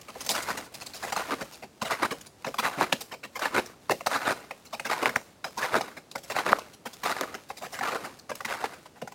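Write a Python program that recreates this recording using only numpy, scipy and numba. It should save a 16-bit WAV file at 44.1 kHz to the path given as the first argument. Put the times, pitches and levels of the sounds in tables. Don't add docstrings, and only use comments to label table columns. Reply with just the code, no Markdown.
import sys
import numpy as np
from scipy import signal
from scipy.fft import rfft, irfft, next_fast_len
from scipy.io import wavfile
from scipy.ndimage import uniform_filter1d
from numba import njit

SR = 44100
rng = np.random.default_rng(int(sys.argv[2]) if len(sys.argv) > 2 else 0)


def int16_out(signal):
    q = np.round(np.clip(np.atleast_2d(signal).T, -1, 1) * 32767)
    wavfile.write(sys.argv[1], SR, q.astype(np.int16))


N = 403074
TIME = np.arange(N) / SR
THUD_HZ, FIZZ_HZ = 550, 3100
EDGE_HZ = 16300


def gain_of(db):
    return 10 ** (np.asarray(db) / 20)


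def evened(x):
    return x / np.sqrt(np.mean(x ** 2) + 1e-20)


def read(points, hz):
    f, value = np.transpose(points)
    return np.interp(np.log(hz + 1), np.log(f + 1), value)


def add(mix, s, sound):
    part = mix[max(round(s * SR), 0):][:len(sound)]
    part += sound[:len(part)]


def swell(t, hold, rise, fall):
    return np.exp(np.minimum(t, 0) / rise - np.maximum(t - hold, 0) / fall)


def click(colour, lumps_db, size=1024, count=36):
    hz = abs(np.fft.fftfreq(size, 1 / SR))
    lump_hz = np.linspace(np.sqrt(60), np.sqrt(EDGE_HZ), count) ** 2
    lumps = np.c_[lump_hz, rng.standard_normal(count)]
    log_gain = np.log(gain_of(read(colour, hz) + lumps_db * read(lumps, hz)))
    return np.fft.ifft(np.exp(np.conj(signal.hilbert(log_gain)))).real


@njit
def strew(at, sizes, kinds, shapes, length):
    out = np.zeros(length + shapes.shape[1])
    for i in range(len(at)):
        for j in range(shapes.shape[1]):
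            out[at[i] + j] += sizes[i] * shapes[kinds[i], j]
    return out[:length]


def grains(colour, per_s, spread_db, lumps_db, count=40):
    at = np.flatnonzero(rng.random(N) < per_s / SR)
    size_db = spread_db * np.minimum(rng.exponential(1, N)[at], 4)
    sizes = gain_of(size_db) * rng.choice([-1, 1], N)[at]
    shapes = np.array([click(colour, lumps_db) for _ in range(count)])
    return strew(at, sizes, rng.integers(0, count, N)[at], shapes, N)


def wander(x, patchy_db, size=512, order=6):
    overlap = size * 3 // 4
    z = signal.stft(x, nperseg=size, noverlap=overlap)[2]
    over_time = uniform_filter1d(rng.standard_normal(z.shape), order, 1)
    patches = evened(uniform_filter1d(over_time, order // 2, 0))
    return signal.istft(z * gain_of(patchy_db * patches), nperseg=size, noverlap=overlap)[1][:N]


def registers(x, steady_s, ticks, powder=0.51):
    window = signal.windows.hann(int(2 * steady_s * SR) + 1)
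    window = window / window.sum()

    def band(low_hz, high_hz):
        sos = signal.butter(4, (low_hz, high_hz), "bandpass", fs=SR, output="sos")
        return signal.sosfilt(sos, x)

    def steadied(b):
        return b / np.sqrt(abs(signal.oaconvolve(b ** 2, window, "same")) + 1e-14)

    crunch, thud, fizz = band(THUD_HZ, FIZZ_HZ), band(55, THUD_HZ), band(FIZZ_HZ, 19000)
    spectrum = rfft(fizz, 2 * next_fast_len(N // 2 + 1))
    turned = spectrum * np.exp(2j * np.pi * rng.random(len(spectrum)))
    fizz = fizz + powder * irfft(turned)[:N]
    ice = grains([(1500, -48), (3900, 18.0), (16000, -25)], per_s=90, spread_db=5.0, lumps_db=5.5)
    return steadied(crunch), steadied(thud), evened(steadied(fizz) + ticks * evened(ice))


# [per Hz, relative]
FOREST_AIR = [(25, -30), (60, 1.5), (160, 6.5), (500, 2.5), (1900, -10.5), (4000, -12), (8000, -16.5),
              (16000, -27)]


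def air(air_db=-57):
    colour = gain_of(read(FOREST_AIR, np.fft.rfftfreq(N, 1 / SR)))
    return gain_of(air_db) * evened(irfft(rfft(rng.standard_normal(N)) * colour, N))


def scatter(x, t60s, delay):
    taps = rng.standard_normal(SR) * (rng.random(SR) < 2500 / SR)
    hz, t, z = signal.stft(taps, SR, nperseg=256)
    decay = gain_of(-60 * t / read(t60s, hz)[:, None])
    tail = signal.istft(z * decay, SR, nperseg=256)[1]
    return signal.oaconvolve(x, np.r_[np.zeros(int(delay * SR)), tail / np.linalg.norm(tail)])[:N]


# t/s, level/dB [before the leg swing]
RUSTLE_LEVEL = [(0, -50), (0.4, -51), (1.15, -49), (1.6, -56), (5.0, -59.5), (8.7, -58), (9.1, -64)]
# [per Hz, relative]
CLOTH_COLOUR = [(100, 9), (900, 7.5), (2700, 4.5), (4200, 2), (7000, -0.5), (16000, -8.5)]
# t/s, length/s
STILL_MOMENTS = [(0.682, 0.031), (1.684, 0.11), (2.29, 0.084), (3.17, 0.046), (3.273, 0.044),
                 (3.744, 0.048), (5.35, 0.13), (6.025, 0.18), (6.759, 0.083), (8.226, 0.05), (8.88, 0.1)]
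PAUSE_DB, PAUSE_EDGE_S = -16, 0.015
SWING_LEAD_S, SWING_RISE_S, SWING_FALL_S, SWING_REST_DB = 0.16, 0.032, 0.33, -8


def rustle(rustle_db=0, crumbs_db=-4):
    swing = np.max([swell(TIME - s + SWING_LEAD_S, SWING_LEAD_S + delay, SWING_RISE_S, SWING_FALL_S)
                    for s, _, _, _, delay, *_ in FOOTFALLS], axis=0)
    still = np.max([swell(TIME - s, length, PAUSE_EDGE_S, PAUSE_EDGE_S)
                    for s, length in STILL_MOMENTS], axis=0)
    level_db = np.interp(TIME, *np.transpose(RUSTLE_LEVEL)) + PAUSE_DB * still
    level = gain_of(level_db) * (swing + gain_of(SWING_REST_DB))
    hiss = evened(grains(CLOTH_COLOUR, per_s=2500, spread_db=1.5, lumps_db=2.0))
    crumbs = evened(grains(CLOTH_COLOUR, per_s=45, spread_db=2.5, lumps_db=5))
    return level * (gain_of(rustle_db) * hiss + gain_of(crumbs_db) * crumbs)


# f/Hz, level/dB [before ring_db], t60/s
DECK_MODES = [(565.6, -29.5, 0.11), (822, -23, 0.065), (1040, -28, 0.024)]


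def deck(x, ring_db=-23):
    t = np.arange(SR // 5) / SR
    ring = sum(gain_of(db + ring_db - 60 * t / t60) * np.sin(2 * np.pi * hz * t)
               for hz, db, t60 in DECK_MODES)
    return signal.oaconvolve(x, ring)[:N]


# t/s, level/dB [of the swing], pitch f/Hz [nominal, sinks], grit level/dB [re swing]
CRUST_SNAPS = [(0.2923, -8.5, 4870, -25), (1.326, -25, 444, -7), (2.0597, -24, 674, -23),
               (2.8109, -9, 820, -17), (2.828, -16, 1430, -5), (2.9267, -5.5, 2633, -9.5),
               (3.8966, -10.5, 940, -13.5), (4.0706, -13.5, 920, -17), (5.0578, -5.5, 2030, -15),
               (5.1608, -7, 1700, -22), (5.7428, -10, 1250, -22), (5.7526, -10.5, 1210, -25),
               (6.53, -1.0, 1174, -38), (7.2104, -22, 1060, 2), (8.6411, -16.5, 850, -16.5)]


def snaps(cycles=0.68, sink=0.092, grit_s=0.0023, snap_db=0, settle_db=-10.0, settle_ratio=0.51):
    out, t = np.zeros(N), np.arange(SR // 30) / SR
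    crumbs = evened(grains(SURFACE_COLOUR, per_s=5100, spread_db=3.5, lumps_db=3.5))

    def swing(hz):
        age = hz * t / cycles
        turns = (1 + 2 * sink) * np.log1p(sink * hz * t) / sink
        return age * np.exp(1 - age) * np.sin(2 * np.pi * turns)

    for s, level, hz, grit_db in CRUST_SNAPS:
        grit = gain_of(grit_db) * crumbs[int(s * SR):][:len(t)] * np.exp(-t / grit_s)
        add(out, s, gain_of(level + snap_db) * (swing(hz) + grit))
        add(out, s + 2 / hz, gain_of(level + settle_db) * swing(settle_ratio * hz))
    return signal.sosfilt(signal.butter(2, 220, "highpass", fs=SR, output="sos"), out)


# t/s, level/dB, icy fizz level/dB [all before the trims], knock f/Hz [at its start]
CLEAT_TAPS = [(0.348, -21.5, -33, 1520), (1.161, -14.5, -30, 1220), (2.022, -15, -50, 1250),
              (2.444, -17.5, -41.5, 1060), (2.54, -21, -40.5, 1210), (3.391, -23, -36, 1120),
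              (4.006, -22, -44.5, 1120), (4.507, -18.5, -43.5, 826), (4.795, -18.5, -36.5, 2600),
              (5.025, -14, -35, 1020), (5.09, -14.5, -36, 1700), (5.807, -17, -35, 770),
              (6.153, -17, -42, 960), (6.584, -22, -39.5, 650), (7.5, -20, -66, 840),
              (7.787, -21, -39.5, 1130), (7.808, -15.5, -44, 1800), (8.314, -18, -49, 980),
              (8.404, -20.5, -42, 1220), (9.073, -26.5, -43, 1500)]
KNOCK_DB, KNOCK_S, KNOCK_SAG_PER_S = -9, 0.0015, 10.2


def knocks(lag=0.00211):
    out, t = np.zeros(N), np.arange(SR // 25) / SR
    shape = t / KNOCK_S * np.exp(1 - t / KNOCK_S)
    for s, level, _, hz in CLEAT_TAPS:
        turns = np.cumsum(hz * np.exp(-KNOCK_SAG_PER_S * t)) / SR
        add(out, s + lag, gain_of(level + KNOCK_DB) * shape * np.sin(2 * np.pi * turns))
    return out


def touch(t, length, decay, droop=0.64, soft=0.26, rise_s=0.0017):
    rise = np.clip(t / (rise_s + soft * length), 0, 1) ** 1.5
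    sag = droop * (.5 - np.clip(t / length, 0, 1))
    return rise * np.exp(sag - np.maximum(t - length, 0) / decay)


# t/s, length/s, crunch level/dB, low thud level/dB [re crunch]
FRAME_SCUFFS = [(0.078, 0.027, -40, -12), (0.15, 0.011, -44, 6), (0.567, 0.023, -40.5, -13),
                (0.81, 0.02, -43.5, -27), (1.02, 0.034, -32.5, -8), (1.063, 0.043, -37, -17),
                (1.12, 0.013, -25.5, -17), (1.404, 0.022, -33, -4), (1.619, 0.026, -41.5, -2),
                (1.813, 0.017, -26.5, -6), (1.843, 0.04, -33.5, -17), (2.105, 0.022, -30, -3),
                (2.456, 0.032, -35, -0.5), (2.581, 0.02, -22.5, -15.5), (2.768, 0.0071, -41, 7),
                (2.921, 0.012, -23.5, -5.5), (3.109, 0.038, -37.5, -8.5), (3.229, 0.027, -37, -11.5),
                (3.351, 0.022, -32.5, -14), (3.891, 0.016, -34.5, 9.5), (3.905, 0.017, -23.5, -4.5),
                (4.06, 0.014, -22, -11.5), (4.725, 0.025, -32, -14), (4.845, 0.028, -30, -12),
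                (5.155, 0.01, -25.5, -7), (5.44, 0.011, -27.5, -11.5), (5.453, 0.034, -42, -11),
                (5.569, 0.028, -29.5, -13), (5.964, 0.02, -39, -7), (6.151, 0.01, -33, -10.5),
                (6.296, 0.02, -30, -10), (6.319, 0.0029, -27.5, -22), (6.852, 0.022, -33, -9),
                (7.031, 0.013, -28, -14), (7.229, 0.017, -46, 5), (7.339, 0.016, -33, -7.5),
                (7.608, 0.06, -37, -10), (7.721, 0.063, -39.5, -20), (8.04, 0.021, -34.5, -12),
                (8.291, 0.016, -33, -4), (8.446, 0.013, -27, -15.5), (8.732, 0.01, -39, -25),
                (8.852, 0.016, -44, -19), (8.951, 0.037, -52, -11), (9.015, 0.007, -34.5, 4),
                (9.116, 0.0092, -40.5, -23)]
# t/s, length/s, level/dB [of the fizz, before the trim]
POWDER_SPRAYS = [(0.011, 0.0059, -46.5), (0.202, 0.018, -37), (0.247, 0.003, -41), (0.261, 0.0085, -33.5),
                 (0.285, 0.036, -27.5), (0.349, 0.0038, -36), (0.42, 0.014, -37), (0.569, 0.017, -41),
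                 (0.63, 0.036, -55), (0.738, 0.016, -41), (0.805, 0.021, -44.5), (0.861, 0.0079, -37),
                 (0.931, 0.045, -43), (1.516, 0.041, -48.5), (2.209, 0.0066, -43.5), (2.258, 0.016, -47.5),
                 (3.004, 0.016, -36.5), (3.658, 0.0037, -40), (4.646, 0.028, -52), (6.112, 0.0064, -43.5),
                 (6.176, 0.014, -47.5), (6.229, 0.021, -47), (6.274, 0.02, -53), (6.73, 0.018, -51),
                 (6.93, 0.012, -44.5), (7.483, 0.033, -51), (7.566, 0.022, -44.5), (7.718, 0.029, -45.5),
                 (8.186, 0.011, -51), (8.351, 0.0048, -38.5)]
# [per Hz, relative]
SURFACE_COLOUR = [(24, -87), (40, -37.5), (237, -3), (312, -14.5), (433, -4.5), (1020, 1), (1410, -2),
                  (2380, -6.5), (3380, -14), (5440, -10.5), (16000, -24)]
TOUCH_DB, TOUCH_FIZZ_DB, FIZZ_DB_PER_DB = -36, -11, 0.13
TAP_S, TAP_CRUNCH_DB, TAP_THUD_DB, TAP_FIZZ_DB = 0.0063, -10, -23.5, -3
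SPRAY_CRUNCH_DB, SPRAY_THUD_DB = -5.5, -11


def scuffs(crunch_db=-1.5, thud_db=-1, fizz_db=1, thud_lag=0.0055, crunch_s=0.0047, thud_s=0.012, fizz_s=0.006):
    surface = wander(grains(SURFACE_COLOUR, per_s=1800, spread_db=2.5, lumps_db=4.5), patchy_db=6)
    crunch, thud, fizz = registers(surface, steady_s=0.0074, ticks=0.4)
    crunch_force, thud_force, fizz_force = np.zeros((3, N))
    t = np.arange(SR // 5) / SR
    # t/s, length/s, then crunch, thud and fizz level/dB
    contacts = [(s, length, level, level + low, level + TOUCH_FIZZ_DB + FIZZ_DB_PER_DB * (level - TOUCH_DB))
                for s, length, level, low in FRAME_SCUFFS]
    contacts += [(s, TAP_S, level + TAP_CRUNCH_DB, level + TAP_THUD_DB, high + TAP_FIZZ_DB)
                 for s, level, high, _ in CLEAT_TAPS]
    contacts += [(s, length, level + SPRAY_CRUNCH_DB, level + SPRAY_THUD_DB, level)
                 for s, length, level in POWDER_SPRAYS]
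    for s, length, middle, low, high in contacts:
        fizz_touch = touch(t, length, fizz_s, droop=0.166, soft=0.24, rise_s=0.0016)
        add(crunch_force, s, gain_of(middle + crunch_db) * touch(t, length, crunch_s))
        add(thud_force, s, gain_of(low + thud_db) * touch(t - thud_lag, length, thud_s))
        add(fizz_force, s, gain_of(high + fizz_db) * fizz_touch)
    return crunch_force * crunch + thud_force * thud + fizz_force * fizz


SLIPS_PER_S, SLIP_S, SLIP_SHARE = 90, 0.0056, 0.38


def slips():
    starts = rng.random(N) < SLIPS_PER_S / SR
    spurts = signal.lfilter([1], [1, -np.exp(-1 / (SLIP_S * SR))], starts)
    return evened(1 - SLIP_SHARE + SLIP_SHARE * evened(spurts))


# t/s, load hold/s, load level/dB, creep level/dB, roll delay/s, roll hold/s, roll level/dB,
# settle level/dB, thud level/dB [re roll], icy fizz level/dB [re load crunch]
FOOTFALLS = [(0.34, 0.054, -33.5, -44.5, 0.15, 0.028, -30.5, -43.5, -9.5, -7.5),
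             (1.169, 0.052, -32.5, -44, 0.14, 0.032, -30, -49, -4, -12.5),
             (1.908, 0.03, -29, -45.5, 0.12, 0.031, -29.5, -53, -7.5, -12),
             (2.635, 0.049, -29.5, -41, 0.18, 0.029, -26, -48, -4.5, -12.5),
             (3.422, 0.034, -28.5, -61, 0.13, 0.046, -27.5, -50.5, -4.5, -12),
             (4.117, 0.047, -27.5, -37.5, 0.16, 0.047, -25.5, -47, -8.5, -11.5),
             (4.901, 0.029, -29, -36, 0.1274, 0.048, -28, -46, -4, -12.5),
             (5.615, 0.041, -28, -38, 0.13, 0.038, -27.5, -45, -3.5, -12.5),
             (6.362, 0.039, -27.5, -40.5, 0.11, 0.054, -29, -44.5, -4.5, -12.5),
             (7.059, 0.058, -29.5, -37.5, 0.16, 0.024, -35, -47, 0, -10.5),
             (7.836, 0.06, -31.5, -35, 0.098, 0.031, -30.5, -43.5, -6, -13.5),
             (8.49, 0.042, -32, -42.5, 0.15, 0.019, -32, -51, -7, -12)]
# [per Hz, relative]
PACKED_COLOUR = [(24, -26), (40, -24.5), (163, -7.5), (243, -3), (455, 0), (600, 1.5), (918, -3),
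                 (1180, -3.5), (2000, -12.5), (2380, -15.5), (3140, -24), (3740, -18), (4680, -19.5),
                 (14800, -31), (16000, -46)]
# [per Hz, relative]
CRACK_COLOUR = [(100, -24), (600, -1.5), (1400, 1), (2500, -1.5), (4500, -9.5), (16000, -24.5)]
LOAD_RISE_S, LOAD_FALL_S, LOAD_THUD_DB, LOAD_HOLLOW = 0.0097, 0.017, -13, 0.81
ROLL_RISE_S, ROLL_FALL_S, ROLL_FIZZ_DB, ROLL_HOLLOW = 0.018, 0.0064, -1.5, 0.84
SETTLE_HOLD_S, SETTLE_FALL_S, SETTLE_THUD_DB, SETTLE_FIZZ_DB = 0.078, 0.057, -3, -10.5


def crunches(crunch_db=0, thud_db=0, fizz_db=0, hollow_hz=800, cracks_db=-10):
    collapse = wander(grains(PACKED_COLOUR, per_s=1500, spread_db=2.0, lumps_db=5), patchy_db=3.0)
    crunch, thud, fizz = registers(collapse, steady_s=0.028, ticks=0.13)
    highpass = signal.butter(2, hollow_hz, "highpass", fs=SR, output="sos")
    creak = evened(signal.sosfiltfilt(highpass, crunch))
    creak_force, crunch_force, thud_force, fizz_force = np.zeros((4, N))
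    t = np.arange(-SR // 5, SR) / SR
    for s, hold, load_db, creep_db, delay, roll_hold, roll_db, settle_db, low_db, high_db in FOOTFALLS:
        first = gain_of(load_db) * swell(t, hold, LOAD_RISE_S, LOAD_FALL_S)
        creep = gain_of(creep_db) * swell(t, delay, LOAD_RISE_S, ROLL_FALL_S)
        load = np.maximum(first, creep)
        roll = gain_of(roll_db) * swell(t - delay, roll_hold, ROLL_RISE_S, ROLL_FALL_S)
        settle_shape = swell(t - delay - roll_hold, SETTLE_HOLD_S, ROLL_RISE_S, SETTLE_FALL_S)
        settle = gain_of(settle_db) * settle_shape
        power = np.array([load, roll, settle]) ** 2
        level = np.sqrt(power.sum(0))
        hollow = np.array([LOAD_HOLLOW, ROLL_HOLLOW, ROLL_HOLLOW]) @ power / power.sum(0)
        thud_gain = gain_of([LOAD_THUD_DB, low_db, SETTLE_THUD_DB])
        fizz_gain = gain_of([high_db, high_db + ROLL_FIZZ_DB, SETTLE_FIZZ_DB])
        add(creak_force, s + t[0], level * hollow)
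        add(crunch_force, s + t[0], level * (1 - hollow))
        add(thud_force, s + t[0], np.sqrt(thud_gain ** 2 @ power))
        add(fizz_force, s + t[0], np.sqrt(fizz_gain ** 2 @ power))
    body = gain_of(crunch_db) * (creak_force * creak + crunch_force * crunch)
    body += gain_of(thud_db) * thud_force * thud
    body += gain_of(fizz_db) * fizz_force * fizz
    large = evened(grains(CRACK_COLOUR, per_s=110, spread_db=1.0, lumps_db=4.5))
    cracks = gain_of(cracks_db) * (creak_force + crunch_force) * large
    return cracks + slips() * body


def scene(snap_ring_db=-7):
    blows, cracks = scuffs() + knocks(), snaps()
    feet = crunches() + blows + deck(blows)
    shaken = feet + gain_of(snap_ring_db) * cracks
    snowpack_t60 = [(150, 0.3), (500, 0.13), (1200, 0.037), (8000, 0.36)]  # f/Hz, t60/s
    trees_t60 = [(200, 0.164), (1500, 0.079), (10000, 0.24)]  # f/Hz, t60/s
    snowpack = gain_of(-11) * scatter(shaken, snowpack_t60, delay=0.0027)
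    trees = gain_of(-21) * scatter(feet + cracks, trees_t60, delay=0.021)
    return (feet + cracks + snowpack + trees + rustle() + air())[None]


def record(dry, dip_hz=3200, dip_q=3.3, dip=0.16):
    coloured = dry - dip * signal.lfilter(*signal.iirpeak(dip_hz, dip_q, fs=SR), dry)
    coloured = signal.sosfilt(signal.butter(3, 45, "highpass", fs=SR, output="sos"), coloured)
    band_limit = signal.firwin(401, EDGE_HZ, window=("kaiser", 9), fs=SR)[None]
    return signal.oaconvolve(coloured, band_limit, "same", axes=1)


dry = scene()
out = record(dry)
int16_out(out)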